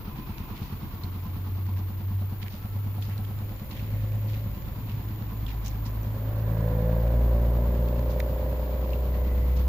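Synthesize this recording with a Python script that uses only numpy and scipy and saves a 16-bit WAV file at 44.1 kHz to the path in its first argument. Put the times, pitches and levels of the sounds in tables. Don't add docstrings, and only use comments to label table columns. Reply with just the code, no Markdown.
import sys
import numpy as np
from scipy import signal
from scipy.fft import rfft, irfft
from scipy.io import wavfile

SR = 44100
rng = np.random.default_rng(int(sys.argv[2]) if len(sys.argv) > 2 else 0)


def generate_wav(signal):
    frames = np.transpose(np.atleast_2d(signal))
    scaled = np.clip(frames, -1, 1) * 32767
    pcm = np.round(scaled).astype(np.int16)
    wavfile.write(sys.argv[1], SR, pcm)


N = 426888
TIME = np.arange(N) / SR
FREQS = np.fft.rfftfreq(N, 1 / SR)
IDLE_HZ = 9.357


def amp(db):
    return 10 ** (np.asarray(db) / 20)


def evened(x):
    return x / np.sqrt(np.mean(x ** 2) + 1e-20)


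def read(points, hz):
    f, value = np.transpose(points)
    return np.interp(np.log(hz + 1), np.log(f + 1), value)


def follow(rows):
    s, value = np.transpose(rows)
    return np.interp(TIME, s, value)


def gain(rows):
    return amp(follow(rows))


def colour(x, spectrum):
    return evened(irfft(rfft(x) * amp(read(spectrum, FREQS)), N))


def causal(x, spectrum):
    cepstrum = irfft(np.log(amp(read(spectrum, FREQS))), N)
    cepstrum[1:] *= 2 * (np.arange(1, N) < N // 2)
    return evened(irfft(rfft(x) * np.exp(rfft(cepstrum)), N))


def place(x, balance):
    lean_db = read(balance, FREQS) / 2
    return irfft(rfft(x) * amp([lean_db, -lean_db]), N)


def air_noise():
    # pitch_hz, correlation
    likeness = [(60, 0.96), (130, 0.96), (290, 0.99), (640, 0.68), (1410, 0.27), (3100, -0.15),
                (6820, 0.074), (15000, -0.072)]
    a, b = rfft(rng.standard_normal((2, N)))
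    same = np.clip(read(likeness, FREQS), -1, 1)
    mid = a * np.sqrt((1 + same) / 2)
    side = b * np.sqrt((1 - same) / 2)
    return irfft(np.array([mid + side, mid - side]), N)


def wander(hz):
    return evened(irfft(rfft(rng.standard_normal(N)) * np.exp(-(FREQS / hz) ** 2), N))


def ring(x, modes):
    response = 0
    for hz, width_hz, db in modes:
        damping = 1j * FREQS * width_hz
        response = response + amp(db) * damping / (hz ** 2 - FREQS ** 2 + damping)
    return evened(irfft(rfft(x) * response, N))


def street(x, wet_db, t60_s):
    t = TIME[:SR // 2]
    tail = air_noise()[:, :len(t)] * amp(-60 * t / t60_s) * (t > .012)
    tail = tail / np.linalg.norm(tail[0])
    return x + amp(wet_db) * signal.fftconvolve(x[None], tail, axes=1)[:, :N]


def idle_turns():
    # time_s, delay_s
    idle_lag = [(0, -.002), (.5, .002), (1.8, .002), (2.2, -.004), (2.9, .005), (3.4, .015), (3.9, .002),
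                (4.3, -.002), (5.4, .005), (8.3, -.006), (9.68, 0)]
    first_firing_s = .080
    return IDLE_HZ * (TIME - first_firing_s - follow(idle_lag))


def idle_thumps(turns, uneven_db=1.3, puff_db=-56):
    # pitch_hz, width_hz, relative_db
    thump_modes = [(44, 22, 1), (88, 26, 10.5), (143.5, 34, 6.5), (200, 36, 3), (324.3, 6, 5.5)]
    # time_s, level_db
    thump_db = [(.8, -39.5), (2.2, -40.5), (3.3, -40.5), (4.3, -43.5), (5.5, -43), (9.68, -41.5)]
    at = np.flatnonzero(np.diff(np.floor(turns)))
    kicks = np.zeros(N)
    kicks[at] = amp(uneven_db * rng.standard_normal(len(at)))
    muffler = signal.butter(4, 235, fs=SR, output="sos")
    direct = signal.sosfilt(muffler, ring(kicks, thump_modes))
    blow = direct.copy()
    for delay_s, db in [(.0098, -4), (.033, -15)]:
        blow += amp(db) * np.interp(TIME - delay_s, TIME, direct)
    gas = air_noise() * np.exp(-(turns % 1) * np.pi)
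    puff = signal.sosfilt(muffler, ring(gas, thump_modes))
    return gain(thump_db) * evened(blow) + amp(puff_db) * evened(puff)


def panel_hum(turns):
    # time_s, level_db
    panel_db = [(1.7, -56), (2.2, -66)]
    panel_mode = [(326, 6, 0)]
    return gain(panel_db) * ring(air_noise() * np.exp(-(turns % 1)), panel_mode)


def idle_knock(turns, decay_s=.013):
    # time_s, level_db
    knock_db = [(0, -74), (1.5, -66.5), (2.3, -58.5), (3.4, -58.5), (4.5, -63.5), (9.68, -65)]
    # pitch_hz, width_hz, relative_db
    knock_modes = [(564, 120, -9.5), (730, 78, -6)]
    since_s = (turns - .04) % 1 / IDLE_HZ
    blow = air_noise() * np.exp(-since_s / decay_s)
    return gain(knock_db) * ring(ring(blow, knock_modes), [(704, 390, 0)])


def idle_clatter(turns, depth=0.94, tick_decay_cycles=0.01):
    # cycle_share after firing, relative_db
    clatter_cycle = [(.06, 2.5), (.25, -2), (.4, -.5), (.52, -3.5), (.63, -8), (.77, 2), (.86, -.5),
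                     (.96, 1.5)]
    # pitch_hz, relative_db_per_hz
    clatter_colour = [(150, 13), (330, 5.5), (450, 4), (580, -13), (880, 8.5), (1050, 5), (1300, 2.5),
                      (1750, -5.5), (2600, -5.5), (4200, -7), (6200, -16), (7200, -28), (7900, -86),
                      (16000, -66)]
    # pitch_hz, width_hz, relative_db
    case_modes = [(760, 27, -31), (974, 10, 5), (1021, 15, 11.5), (1110, 8.7, 12), (1260, 7.4, -25)]
    # time_s, level_db
    clatter_db = [(.9, -47.5), (1.9, -50.5), (4.2, -52.5), (5, -51.5), (9.68, -48.5)]
    # time_s, relative_db
    case_db = [(0, -11), (2.2, -13.5), (4.2, -11.5), (5.2, -8), (9.68, -11)]
    # time_s, level_db
    tappet_db = [(0, -64), (.5, -60), (2, -61), (3.9, -56.5), (6.4, -58.5), (8.3, -56.5), (9.68, -57)]
    # pitch_hz, left_minus_right_db
    clatter_pan = [(300, 4.5), (480, -21), (660, 17), (900, -1.5), (1200, -4.5), (2000, -7.5), (4000, -4),
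                   (7000, -2.5)]
    share, cycle_db = np.transpose(clatter_cycle)
    stroke_db = depth * np.interp(turns % 1, share, cycle_db, period=1)
    knocks = air_noise() * amp(stroke_db + .5 * wander(hz=255))
    rings = gain(case_db) * ring(knocks, case_modes)
    case = gain(clatter_db) * (colour(knocks, clatter_colour) + rings)
    seats = sum(np.exp(-((turns - seat) % 1) / tick_decay_cycles) for seat in (.09, .5, .82))
    ticks = air_noise() * (0.9 + seats * amp(5.8 * wander(hz=23)))
    tick_colour = [(900, -8.0), (2000, 4.0), (4300, -3.5), (6300, -10.5), (7300, -0.5), (8000, -64.0)]
    ticks = colour(ticks, tick_colour)
    return place(case + gain(tappet_db) * ticks, clatter_pan)


def rumble():
    # pitch_hz, relative_db_per_hz
    rumble_colour = [(15, -21), (28, -7.5), (50, 4), (75, 1), (130, 3), (210, -9.5), (300, -14),
                     (500, -24.5), (1500, -105)]
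    # time_s, level_db
    rumble_db = [(0, -41.5), (2.8, -42.5), (3.8, -38.5), (5.2, -39.5), (7, -39), (9.68, -38)]
    # pitch_hz, relative_db_per_hz
    far_hum = [(150, -2), (270, 13), (325, 4.5), (420, -1.5), (600, 0), (760, -0.5), (1100, -6),
               (1600, -11.5), (4000, -41), (8000, -83)]
    # time_s, level_db
    hum_db = [(0, -52), (2.5, -54.5), (5, -50), (5.9, -47.5), (6.7, -44), (8.2, -45.5), (9.68, -47.5)]
    wash = colour(air_noise(), rumble_colour) * amp(follow(rumble_db) + 1.0 * wander(hz=1.6))
    hum = colour(air_noise(), far_hum) * gain(hum_db)
    breeze_colour = [(12, 11), (28, 22), (60, 12), (150, -5), (600, -107)]
    breeze = colour(rng.standard_normal((2, N)), breeze_colour)
    return wash + hum + breeze * amp(-47.5 + 1.4 * wander(hz=2.4))


def sizzle(pulse_hz=233, buzz_db=-13, depth=0.13):
    # pitch_hz, relative_db_per_hz
    sizzle_colour = [(8000, -77), (8800, -28), (9700, -15.5), (10500, -17.5), (11200, -21), (12000, -8),
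                     (13200, 3), (14200, 5.5), (15500, 4)]
    # pitch_hz, left_minus_right_db
    sizzle_pan = [(9000, 9), (11200, 16), (12500, 5), (14000, 10.5), (15500, -9)]
    # time_s, gain_db
    sizzle_tilt = [(0, 5.5), (1.8, 2.5), (3.2, 6.5), (4.6, 0.5), (9.68, -1)]
    start_db, growth_db_per_s = -47.5, 0.22
    turns = np.cumsum(pulse_hz * (1 + .002 * wander(hz=1.5))) / SR
    sparks = evened(np.sinc((turns % 1 - .5) * SR / pulse_hz))
    fizz = evened(air_noise() * (1 - depth * np.cos(2 * np.pi * turns)))
    fizz = evened(fizz + .25 * np.roll(fizz, round(SR / pulse_hz), axis=1))
    sound = place(colour(fizz + amp(buzz_db) * sparks, sizzle_colour), sizzle_pan)
    lower = irfft(rfft(sound) * read([(10800, 1), (12200, 0)], FREQS), N)
    tilted = sound + lower * (gain(sizzle_tilt) - 1)
    return tilted * amp(start_db + growth_db_per_s * TIME)


def squeals():
    # start_s, length_s, pitch_hz, level_db at the crest, width_hz
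    squeal_rows = [(0, 0.82, 2530, -59, 260), (2.15, 1.5, 1320, -62, 45), (9.1, 0.5, 2000, -57.5, 70),
                   (9.1, 0.44, 2230, -71, 110)]
    out = np.zeros((2, N))
    for s, length_s, hz, db, width_hz in squeal_rows:
        swell = np.sin(np.pi * np.clip((TIME - s) / length_s, 0, 1))
        b, a = signal.iirpeak(hz, hz / width_hz, fs=SR)
        tone = evened(signal.lfilter(b, a, rng.standard_normal((2, N))))
        out += amp(db) * np.sqrt(abs(swell)) * tone
    return out


def passing_engine(rasp_db=-45):
    # time_s, speed_turns_per_s
    crank_speed = [(0, 45.6), (.72, 44.1), (1.45, 46.9), (1.87, 47.2), (2.7, 49.8), (3.39, 50.7),
                   (3.68, 52.1), (4.59, 53.3), (6.1, 53.3), (6.4, 53.9), (6.86, 56.1), (7.18, 58),
                   (7.55, 58.1), (7.85, 59.3), (8.4, 60.1), (8.74, 60.3), (9.01, 61.5), (9.68, 62.9)]
    # time_s, level_db
    first_db = [(0.0, -46), (3.6, -51), (3.88, -41), (5.16, -40), (5.48, -31), (6.24, -36), (7.2, -21),
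                (8.68, -28.5), (9.64, -21.5)]
    # time_s, level_db
    second_db = [(0.0, -59), (0.72, -50.5), (1.05, -36.5), (1.72, -26.5), (1.96, -31.5), (2.16, -26),
                 (2.56, -41.5), (2.8, -29), (3.48, -33), (3.68, -47), (3.92, -29), (4.32, -28), (4.64, -42),
                 (4.88, -33.5), (5.72, -37), (6.44, -27), (8.2, -36), (8.44, -53)]
    # time_s, level_db
    third_db = [(5.8, -88), (6.55, -36), (6.92, -32), (7.2, -43.5), (7.85, -39.5), (8.4, -58), (9.68, -44)]
    # time_s, level_db
    fourth_db = [(5.8, -67), (6.6, -52), (7.2, -41), (8, -44), (8.6, -69)]
    # time_s, level_db
    ring_db = [(5.7, -69), (6.1, -51), (6.35, -44.5), (6.7, -37.5), (7.15, -35), (7.6, -36), (8.3, -34.5),
               (9, -36), (9.68, -46)]
    # time_s, level_db
    far_ring_db = [(0, -115), (3.2, -63), (3.8, -56.5), (4.25, -53), (4.7, -58.5), (5.7, -89)]
    speed = follow(crank_speed)
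    angle = 2 * np.pi * np.cumsum(speed) / SR
    drone = np.zeros(N)
    for order, rows in enumerate((first_db, second_db, third_db, fourth_db), 1):
        drone -= gain(rows) * np.sin(order * angle)
    pulses = silencer(speed, angle)
    close = evened(street(pulses, wet_db=-9, t60_s=.1))
    main_mode = [(555, 110, 0)]
    far = ring(ring(pulses + 12 * air_noise(), main_mode), main_mode)
    tone = close * gain(ring_db) + far * gain(far_ring_db)
    gas = rasp(speed, angle) * amp(rasp_db) * pass_gain(rear_db=5.5)
    pan = [(200, -2.0), (550, -0.5), (1000, -5.5), (2000, -17.5)]  # Hz, L-R dB
    return np.sqrt(2) * drone + place(tone + gas + intake(angle), pan)


def beats(speed, angle):
    firing_turn = .8
    return [(angle / (2 * np.pi) - firing_turn - k) % 2 / speed for k in (0, 1)]


def silencer(speed, angle, airbox_db=-11):
    # pitch_hz, relative_db
    silencer_colour = [(130, -22.5), (235, -13.5), (290, -10), (335, -14.5), (375, -17.5), (405, 1.5),
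                       (445, -3.5), (472, -14), (500, 12), (518, 12), (548, 0), (580, 4), (630, 4.5),
                       (665, -16.5), (705, -5), (750, -7.5), (820, -15), (1000, -12.5), (1300, -41),
                       (1650, -37), (2500, -32.5)]
    # time_s, relative_db
    offbeat_db = [(6.3, 0.5), (6.8, -6.5), (7.6, -5.5), (8.3, -9), (9.1, -14.5)]
    pulse_s, uneven_db, shake_turns = .00015, 1.0, .005
    shaken = angle + 2 * np.pi * shake_turns * wander(hz=8)
    fire, offbeat = (np.exp(-(since_s / pulse_s - 3) ** 2) * amp(uneven_db * wander(hz=25))
                     for since_s in beats(speed, shaken))
    airbox = [(361, 160, 0)]
    thud = ring(ring(offbeat, airbox), airbox)
    return causal(fire + gain(offbeat_db) * offbeat, silencer_colour) + amp(airbox_db) * thud


def rasp(speed, angle, offbeat_db=-2, gush_s=.006, steady=.35):
    # pitch_hz, relative_db
    rasp_colour = [(60, 5.5), (150, 13.5), (300, -1), (440, 10), (580, 22.5), (700, 4), (1000, 11),
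                   (1300, -8.5), (1650, -23), (2200, -19.5), (4000, -28), (8000, -52)]
    fire, offbeat = (np.exp(-since_s / gush_s) for since_s in beats(speed, angle))
    return causal(air_noise() * (steady + fire + amp(offbeat_db) * offbeat), rasp_colour)


def intake(angle, level_db=-56, gate=0.11):
    roar_colour = [(700, -33), (1100, -5.5), (1650, 3), (2300, -10.5), (3200, -38), (6000, -53.5)]
    roar = colour(air_noise() * (1 + gate * np.cos(angle)), roar_colour)
    return roar * amp(level_db) * pass_gain(rear_db=-5.5)


def pass_gain(rear_db):
    # time_s, gain_db
    screen_db = [(5.5, -21), (6.2, -8.5), (6.7, 2.5), (8.85, 2), (9.68, -11)]
    abreast_s, distance_m, road_m_per_s = 6.23, 4.8, 4.3
    along_m = road_m_per_s * (TIME - abreast_s)
    range_m = np.hypot(along_m, distance_m)
    behind = along_m / range_m
    return distance_m / range_m * amp(rear_db * behind + follow(screen_db))


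def scuffs(grain_db=3.0, width=0.66, pan_db=-1):
    # start_s, level_db, length_s, centre_hz
    scuff_rows = [(0.554, -51.5, 0.035, 3300), (0.607, -54, 0.088, 4180), (1.775, -56, 0.03, 4970),
                  (2.415, -47.5, 0.027, 3640), (2.457, -55, 0.025, 2000), (2.492, -54, 0.1, 4530),
                  (3.008, -52.5, 0.084, 4470), (3.092, -56, 0.06, 2220), (3.705, -48.5, 0.032, 3600),
                  (3.743, -52.5, 0.096, 2920), (3.827, -61.5, 0.44, 2000), (4.268, -54, 0.12, 3600),
                  (4.33, -60, 0.071, 2498), (4.866, -56.5, 0.12, 3020), (5.475, -50.5, 0.057, 3160),
                  (5.641, -45, 0.059, 5570), (5.85, -46, 0.031, 5300), (8.09, -53, 0.057, 5000),
                  (9.137, -53, 0.025, 1940), (9.56, -50, 0.028, 5000), (9.587, -54, 0.043, 3530)]
    grains = air_noise() * evened(amp(grain_db * wander(hz=400)))
    out = np.zeros((2, N))
    for s, db, length_s, hz in scuff_rows:
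        span = slice(int(s * SR), int(s * SR) + SR // 4)
        u = (TIME[span] - TIME[span][0]) / length_s * 3
        b, a = signal.iirpeak(hz, 1 / width, fs=SR)
        crisp = 0.002 / (length_s + 0.0022)
        rub = evened(signal.lfilter(b, a, grains[:, span])) + crisp * grains[:, span]
        out[:, span] += amp(db) * evened(rub) * u * np.exp(1 - u)
    dulling = [(700, -24), (1800, 7.5), (7000, -4.0), (8200, -17), (12000, 0.0), (16000, -3)]
    return irfft(rfft(out) * amp(read(dulling, FREQS)), N) * amp([[pan_db], [-pan_db]])


def clicks(crack_db=-17, pan_db=-1, crack_s=.0008, s_per_q=.0004):
    # start_s, level_db, ring_hz, decay_s
    click_rows = [(.577, -39, 2930, .002), (1.035, -40, 4250, .006), (2.428, -44, 2100, 0.0028),
                  (2.482, -35, 2250, 0.0017), (2.541, -47, 2930, 0.0018), (3.024, -38, 3370, 0.0029),
                  (3.097, -40, 1820, 0.0017), (3.179, -41, 4080, 0.0022), (3.249, -42.5, 3370, 0.0028),
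                  (3.712, -45, 4130, .003), (3.774, -47, 3450, .002), (3.795, -43, 2570, 0.0025),
                  (4.298, -43, 2580, .002), (4.342, -44, 2070, 0.0024), (4.896, -42, 2930, 0.0018),
                  (5.465, -39.5, 3270, 0.0045), (5.505, -50, 4020, .005), (5.66, -42, 6450, 0.0055),
                  (5.668, -40.5, 2800, 0.0057), (5.681, -38, 6370, .003), (5.863, -45, 4650, .003),
                  (6.032, -48, 5860, 0.0024), (8.198, -34, 14300, 0.0024), (8.202, -28, 2160, 0.0018),
                  (8.202, -33.5, 3700, 0.0026), (8.904, -46, 4300, 0.0033), (8.933, -37, 2650, 0.0047)]
    t = TIME[:SR // 40]
    out = np.zeros((2, N))
    for s, db, hz, decay_s in click_rows:
        noise = rng.standard_normal((2, len(t)))
        b, a = signal.iirpeak(hz, max(decay_s / s_per_q, 2), fs=SR)
        body = evened(signal.lfilter(b, a, noise))
        click = body * np.exp(-t / decay_s) + amp(crack_db) * noise * np.exp(-t / crack_s)
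        out[:, int(s * SR):][:, :len(t)] += amp(db) * click
    return out * amp([[pan_db], [-pan_db]])


def scene():
    turns = idle_turns()
    idle = idle_thumps(turns) + panel_hum(turns) + idle_knock(turns) + idle_clatter(turns)
    return idle + rumble() + sizzle() + squeals() + passing_engine() + scuffs() + clicks()


def record(dry, edge_hz=15560):
    lowpass = signal.firwin(1023, edge_hz, window=("kaiser", 9), fs=SR)
    return signal.oaconvolve(dry, lowpass[None], "same", axes=1)


dry = scene()
out = record(dry)
generate_wav(out)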